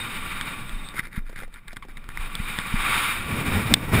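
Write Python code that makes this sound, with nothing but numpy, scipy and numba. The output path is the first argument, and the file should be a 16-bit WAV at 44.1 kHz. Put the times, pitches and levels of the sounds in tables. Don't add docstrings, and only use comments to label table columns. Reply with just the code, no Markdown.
import sys
import numpy as np
from scipy import signal
from scipy.fft import rfft, irfft
from scipy.io import wavfile
from scipy.ndimage import map_coordinates
from numba import njit

SR = 44100
rng = np.random.default_rng(int(sys.argv[2]) if len(sys.argv) > 2 else 0)


def wav_record(signal):
    frames = np.transpose(np.atleast_2d(signal))
    bounded = np.clip(frames, -1, 1)
    quanta = np.round(bounded * 32767).astype(np.int16)
    wavfile.write(sys.argv[1], SR, quanta)


N = 176400

# (frequency [Hz], gain [dB])
HOUSING_COLOUR = [(30, -17.5), (200, -8.5), (430, -13), (660, -14.5), (900, -2.5), (1250, -0.5),
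                  (1700, -2.5), (2200, 0), (2750, -5), (3400, -8.5), (4100, -16), (4750, -17),
                  (5300, -20.5), (6000, -29.5), (6750, -20.5), (7900, -21), (9000, -15.5), (10800, -15),
                  (11500, -39), (12600, -43), (13200, -20), (15200, -21)]
# (frequency [Hz], gain [dB])
CLOTH_COLOUR = [(100, 13.5), (700, -5), (1150, -5.5), (1550, 3.5), (2050, 4), (2600, -7.5), (3700, -3.5),
                (6000, 3), (8500, -5), (10200, 1.5), (12000, -1), (13800, 2), (15200, -7)]
# (frequency [Hz], gain [dB])
HARD_COLOUR = [(100, 23), (1200, -0.5), (2400, -4.5), (3500, 21.5), (4800, 13.5), (7200, 10), (8400, 26),
               (9500, -4.5), (15000, 17)]
FLUTTER_HZ, FRICTION_GRAIN_DB = 45.45, 4.5


def undb(db):
    return 10 ** (np.asarray(db) / 20)


def unit(x):
    return x / np.sqrt(np.mean(x ** 2))


def curve(rows, t):
    return np.interp(t, *np.array(rows).T)


def decay(age, seconds):
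    return (age >= 0) * np.exp(-np.abs(age) / seconds)


def wander(hz):
    points = np.arange(N) * hz / SR
    return unit(map_coordinates(rng.standard_normal(8192), [points], order=3, mode="mirror"))


def rumble(hz):
    band = signal.butter(2, [hz / np.sqrt(2), hz * np.sqrt(2)], "bandpass", fs=SR, output="sos")
    return unit(signal.sosfilt(band, rng.standard_normal(N)))


def colour(points):
    hz, db = np.array(points).T
    return np.interp(np.log(np.arange(N + 1) * SR / (2 * N) + 1), np.log(hz), db)


def shape(x, db):
    cepstrum = irfft(np.log(unit(undb(db))))
    cepstrum[1:N] *= 2
    cepstrum[N + 1:] = 0
    return irfft(rfft(x, 2 * N) * np.exp(rfft(cepstrum)))[:N]


def ring(force, modes):
    t = np.arange(SR // 2) / SR
    response = sum(undb(db) * np.cos(2 * np.pi * hz * t) * np.exp(-np.log(1000) * t / t60)
                   for hz, db, t60 in modes)
    return signal.fftconvolve(force, response)[:N]


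def housing_response():
    # (frequency [Hz], width [Hz], lift [dB])
    resonances = [(1155, 55, 8.5), (1397, 84, 5.5), (2384, 224, 7.5), (2985, 33, 2), (3715, 190, 11.5),
                  (8304, 170, 12.5), (9694, 240, 10), (11100, 110, 3.5), (13170, 120, -5), (13900, 340, 12)]
    f = np.arange(N + 1) * SR / (2 * N)
    peaks = sum(db / (1 + (2 * (f - hz) / width) ** 2) for hz, width, db in resonances)
    return colour(HOUSING_COLOUR) + peaks


def webbing_slide(t):
    # (time [s], level [dB])
    levels = [(0, -43), (.4, -48), (.75, -48.5), (.9, -46), (.95, -79)]
    # (frequency [Hz], gain [dB], t60 [s])
    modes = [(3675, -4.5, 0.048), (8300, -6, 0.022)]
    friction = rng.standard_normal(N) * undb(FRICTION_GRAIN_DB * wander(FLUTTER_HZ))
    return undb(curve(levels, t)) * unit(ring(friction, modes))


def strap_squeak(t):
    onset_s, start_hz, sag_s, jitter = 1.8243, 1150, .08, .091
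    age = t - onset_s
    hz = start_hz * np.exp(-np.maximum(age, 0) / sag_s) * (1 + jitter * wander(500))
    phase = 2 * np.pi * np.cumsum(hz) / SR
    slips = sum(np.cos(k * phase) / np.sqrt(k) for k in range(1, 15))
    return shape(undb(-38) * decay(age, seconds=.011) * slips / 2, colour(HOUSING_COLOUR))


def cloth_rubs(t):
    # (peak time [s], swell [s], fade [s], level [dB])
    strokes = [(.948, 0.0076, 0.024, -46), (0.991, 0.031, .014, -28), (1.039, 0.017, 0.041, -41),
               (1.129, 0.014, 0.05, -43.5), (1.169, 0.016, 0.021, -36), (1.275, 0.017, 0.082, -48.5),
               (1.361, 0.0028, 0.021, -44), (1.393, 0.021, 0.039, -38), (1.435, 0.0088, 0.014, -42),
               (1.545, 0.0053, 0.016, -55.5), (1.565, 0.038, 0.025, -45), (1.683, .006, .012, -40),
               (1.725, .02, 0.0076, -47), (1.768, 0.0069, 0.0077, -36.5), (1.902, .016, 0.02, -45.5),
               (1.972, 0.0021, 0.0078, -37.5), (2.091, .005, 0.031, -42.5), (2.176, 0.0021, 0.0043, -39)]
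    roundness, grain_hz = 1.95, 972
    pressure = sum(undb(db) * np.exp(-np.maximum((at - t) / swell, (t - at) / fade) ** roundness)
                   for at, swell, fade, db in strokes)
    grain = unit(rng.standard_normal(N) * undb(FRICTION_GRAIN_DB * wander(grain_hz)))
    return shape(pressure * grain, housing_response() + colour(CLOTH_COLOUR))


def cloth_flaps(t):
    # (time [s], level [dB])
    flaps = [(0.943, -34), (1.07, -43), (1.295, -36.5), (1.328, -42.5), (1.388, -36), (1.422, -37),
             (1.433, -36.5), (1.478, -45), (1.73, -31), (1.85, -42), (1.885, -39.5)]
    # (frequency [Hz], gain [dB])
    spectrum = [(40, -21), (200, 0.5), (500, -2.5), (1000, -12.5), (2200, -19), (4000, -24), (15000, -32)]
    envelope = sum(undb(db) * decay(t - at, seconds=.0049) for at, db in flaps)
    return shape(envelope * rng.standard_normal(N), colour(spectrum))


def strap_bumps(t):
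    # (time [s], level [dB], contact time [s])
    knocks = [(0.738, -16.5, 0.009), (1.179, -19, 0.0033), (2.199, -18.5, 0.0073), (2.402, -19, .0035),
              (2.742, -17, 0.0028)]
    # (frequency [Hz], gain [dB], t60 [s])
    modes = [(22.7, -1.5, 0.47), (87, 4.5, 0.019), (211, 13.5, 0.032)]
    force = sum(undb(db) * np.exp(-np.pi * ((t - at) / contact) ** 2) / (contact * SR)
                for at, db, contact in knocks)
    return ring(force, modes)


def buckle_ticks(t):
    # (time [s], relative level [dB], hardness [0-1])
    taps = [(0.4117, -16, 0.58), (.694, -25.5, 0.56), (.888, -28, 0.66), (.994, -16.5, 0),
            (1.071, -32, 0.1), (1.362, -30, 0), (1.541, -34.5, 1), (1.6816, -28.5, 0.72), (1.768, -26, 0.5),
            (1.9713, -30, 0.4), (2.042, -34.5, 0.26), (2.090, -21, 0), (2.1737, -19.5, 0),
            (2.353, -16, 0.52), (2.5879, -13, 0.4)]
    soft, hard, rattle = np.zeros(N), np.zeros(N), rng.standard_normal(N)
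    for at, db, hardness in taps:
        blow = .37 * rattle * decay(t - at, seconds=.00089)
        blow[int(at * SR)] += 1
        soft += undb(db) * (1 - hardness) * blow
        hard += undb(db) * hardness * blow
    housing = colour(HOUSING_COLOUR)
    return 3 * (shape(soft, housing + colour(CLOTH_COLOUR)) + shape(hard, housing + colour(HARD_COLOUR)))


def air_hiss(t, eddies):
    # (time [s], level [dB])
    airflow = [(0, -34.5), (.33, -32.5), (.7, -40.5), (.92, -46.5), (1.1, -70), (1.25, -63), (1.62, -62.5),
               (1.95, -59.5), (2.08, -52), (2.22, -37.5), (2.32, -39), (2.48, -32.5), (2.74, -31.5),
               (2.84, -26), (3.02, -22), (3.125, -23), (3.155, -28.5), (3.27, -33), (3.52, -28.5),
               (3.72, -29.5), (3.81, -33), (3.915, -38.5), (3.945, -19), (4, -25.5)]
    tilt_per_db, neutral_db, drift_db = .15, -35, 1.5
    flow_db = curve(airflow, t)
    tilt_db = tilt_per_db * (flow_db - neutral_db)
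    air = rng.standard_normal(N)
    lows = signal.sosfilt(signal.butter(1, 1800, fs=SR, output="sos"), air)
    air += lows * (undb(drift_db * wander(10) - tilt_db) - 1)
    flutter_db = wander(FLUTTER_HZ) + eddies
    return shape(air * undb(flow_db + flutter_db), housing_response())


def buffeting(t, eddies):
    # (time [s], level [dB])
    turbulence = [(0, -40), (.7, -42), (1.1, -51.5), (1.6, -58), (2.1, -49.5), (2.5, -41), (3.15, -38.5),
                  (3.35, -29), (3.41, -29), (3.56, -23.5), (3.65, -28.5), (3.72, -22), (3.8, -24.5),
                  (3.915, -28.5), (3.937, -14), (4, -19.5)]
    # (frequency [Hz], gain [dB])
    spectrum = [(20, -13), (60, -4), (110, -2), (230, -3.5), (350, -12.5), (600, -19), (1200, -21),
                (2400, -22.5), (3300, -61), (5200, -36.5), (7000, -43), (15000, -33.5)]
    flutter_db, deep_growth = 1.5, 1.4
    strength = undb(curve(turbulence, t))
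    flutter = unit(undb(flutter_db * eddies))
    thuds = shape(rng.standard_normal(N) * flutter * strength, colour(spectrum))
    deep = undb(1.5) * strength ** deep_growth * rumble(hz=89.5)
    swings = undb(-38) * rumble(hz=16.36)
    return thuds + deep + swings


def gear_snap(t):
    # (frequency [Hz], relative gain [dB], t60 [s])
    modes = [(1620, 2, 0.0073), (2210, 13, 0.0081), (3494, 14.5, 0.015), (4650, -15, 0.024),
             (7550, -12, 0.021), (8320, -7, 0.019), (9800, -39, .008), (14300, -10, .006)]
    onset_s, burst_s = 3.7391, .0032
    age = t - onset_s
    tail = undb(-18) * decay(age - burst_s, seconds=.0025)
    force = rng.standard_normal(N) * ((age >= 0) * (age < burst_s) + tail)
    body = ring(force, modes)
    crack = shape(force, colour(HOUSING_COLOUR) + colour(HARD_COLOUR))
    return undb(8.5) * (body / np.abs(body).max() + undb(-18) * crack)


def scene():
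    t = np.arange(N) / SR
    eddies = wander(hz=40.1)
    mono = air_hiss(t, eddies) + buffeting(t, eddies)
    mono += webbing_slide(t) + cloth_rubs(t) + cloth_flaps(t) + strap_squeak(t)
    mono += buckle_ticks(t) + strap_bumps(t) + gear_snap(t)
    return np.array([mono, mono])


@njit
def follow_peaks(x, attack, release):
    out, envelope = np.empty(len(x)), 0.
    for i in range(len(x)):
        envelope += (x[i] - envelope) * (attack if x[i] > envelope else release)
        out[i] = envelope
    return out


def record(dry):
    # (frequency [Hz], width [Hz])
    notches = [(6020, 840), (12000, 1350)]
    threshold_db, attack_s, release_s, cutoff_hz = -9, .0016, .14, 15400
    peak = follow_peaks(np.abs(dry).max(axis=0), 1 / (attack_s * SR), 1 / (release_s * SR))
    out = np.clip(dry / np.maximum(1, peak / undb(threshold_db)), -1, 1)
    for hz, width in notches:
        out = signal.lfilter(*signal.iirnotch(hz, hz / width, fs=SR), out)
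    return signal.sosfilt(signal.ellip(8, .2, 70, cutoff_hz, fs=SR, output="sos"), out)


dry = scene()
out = record(dry)
wav_record(out)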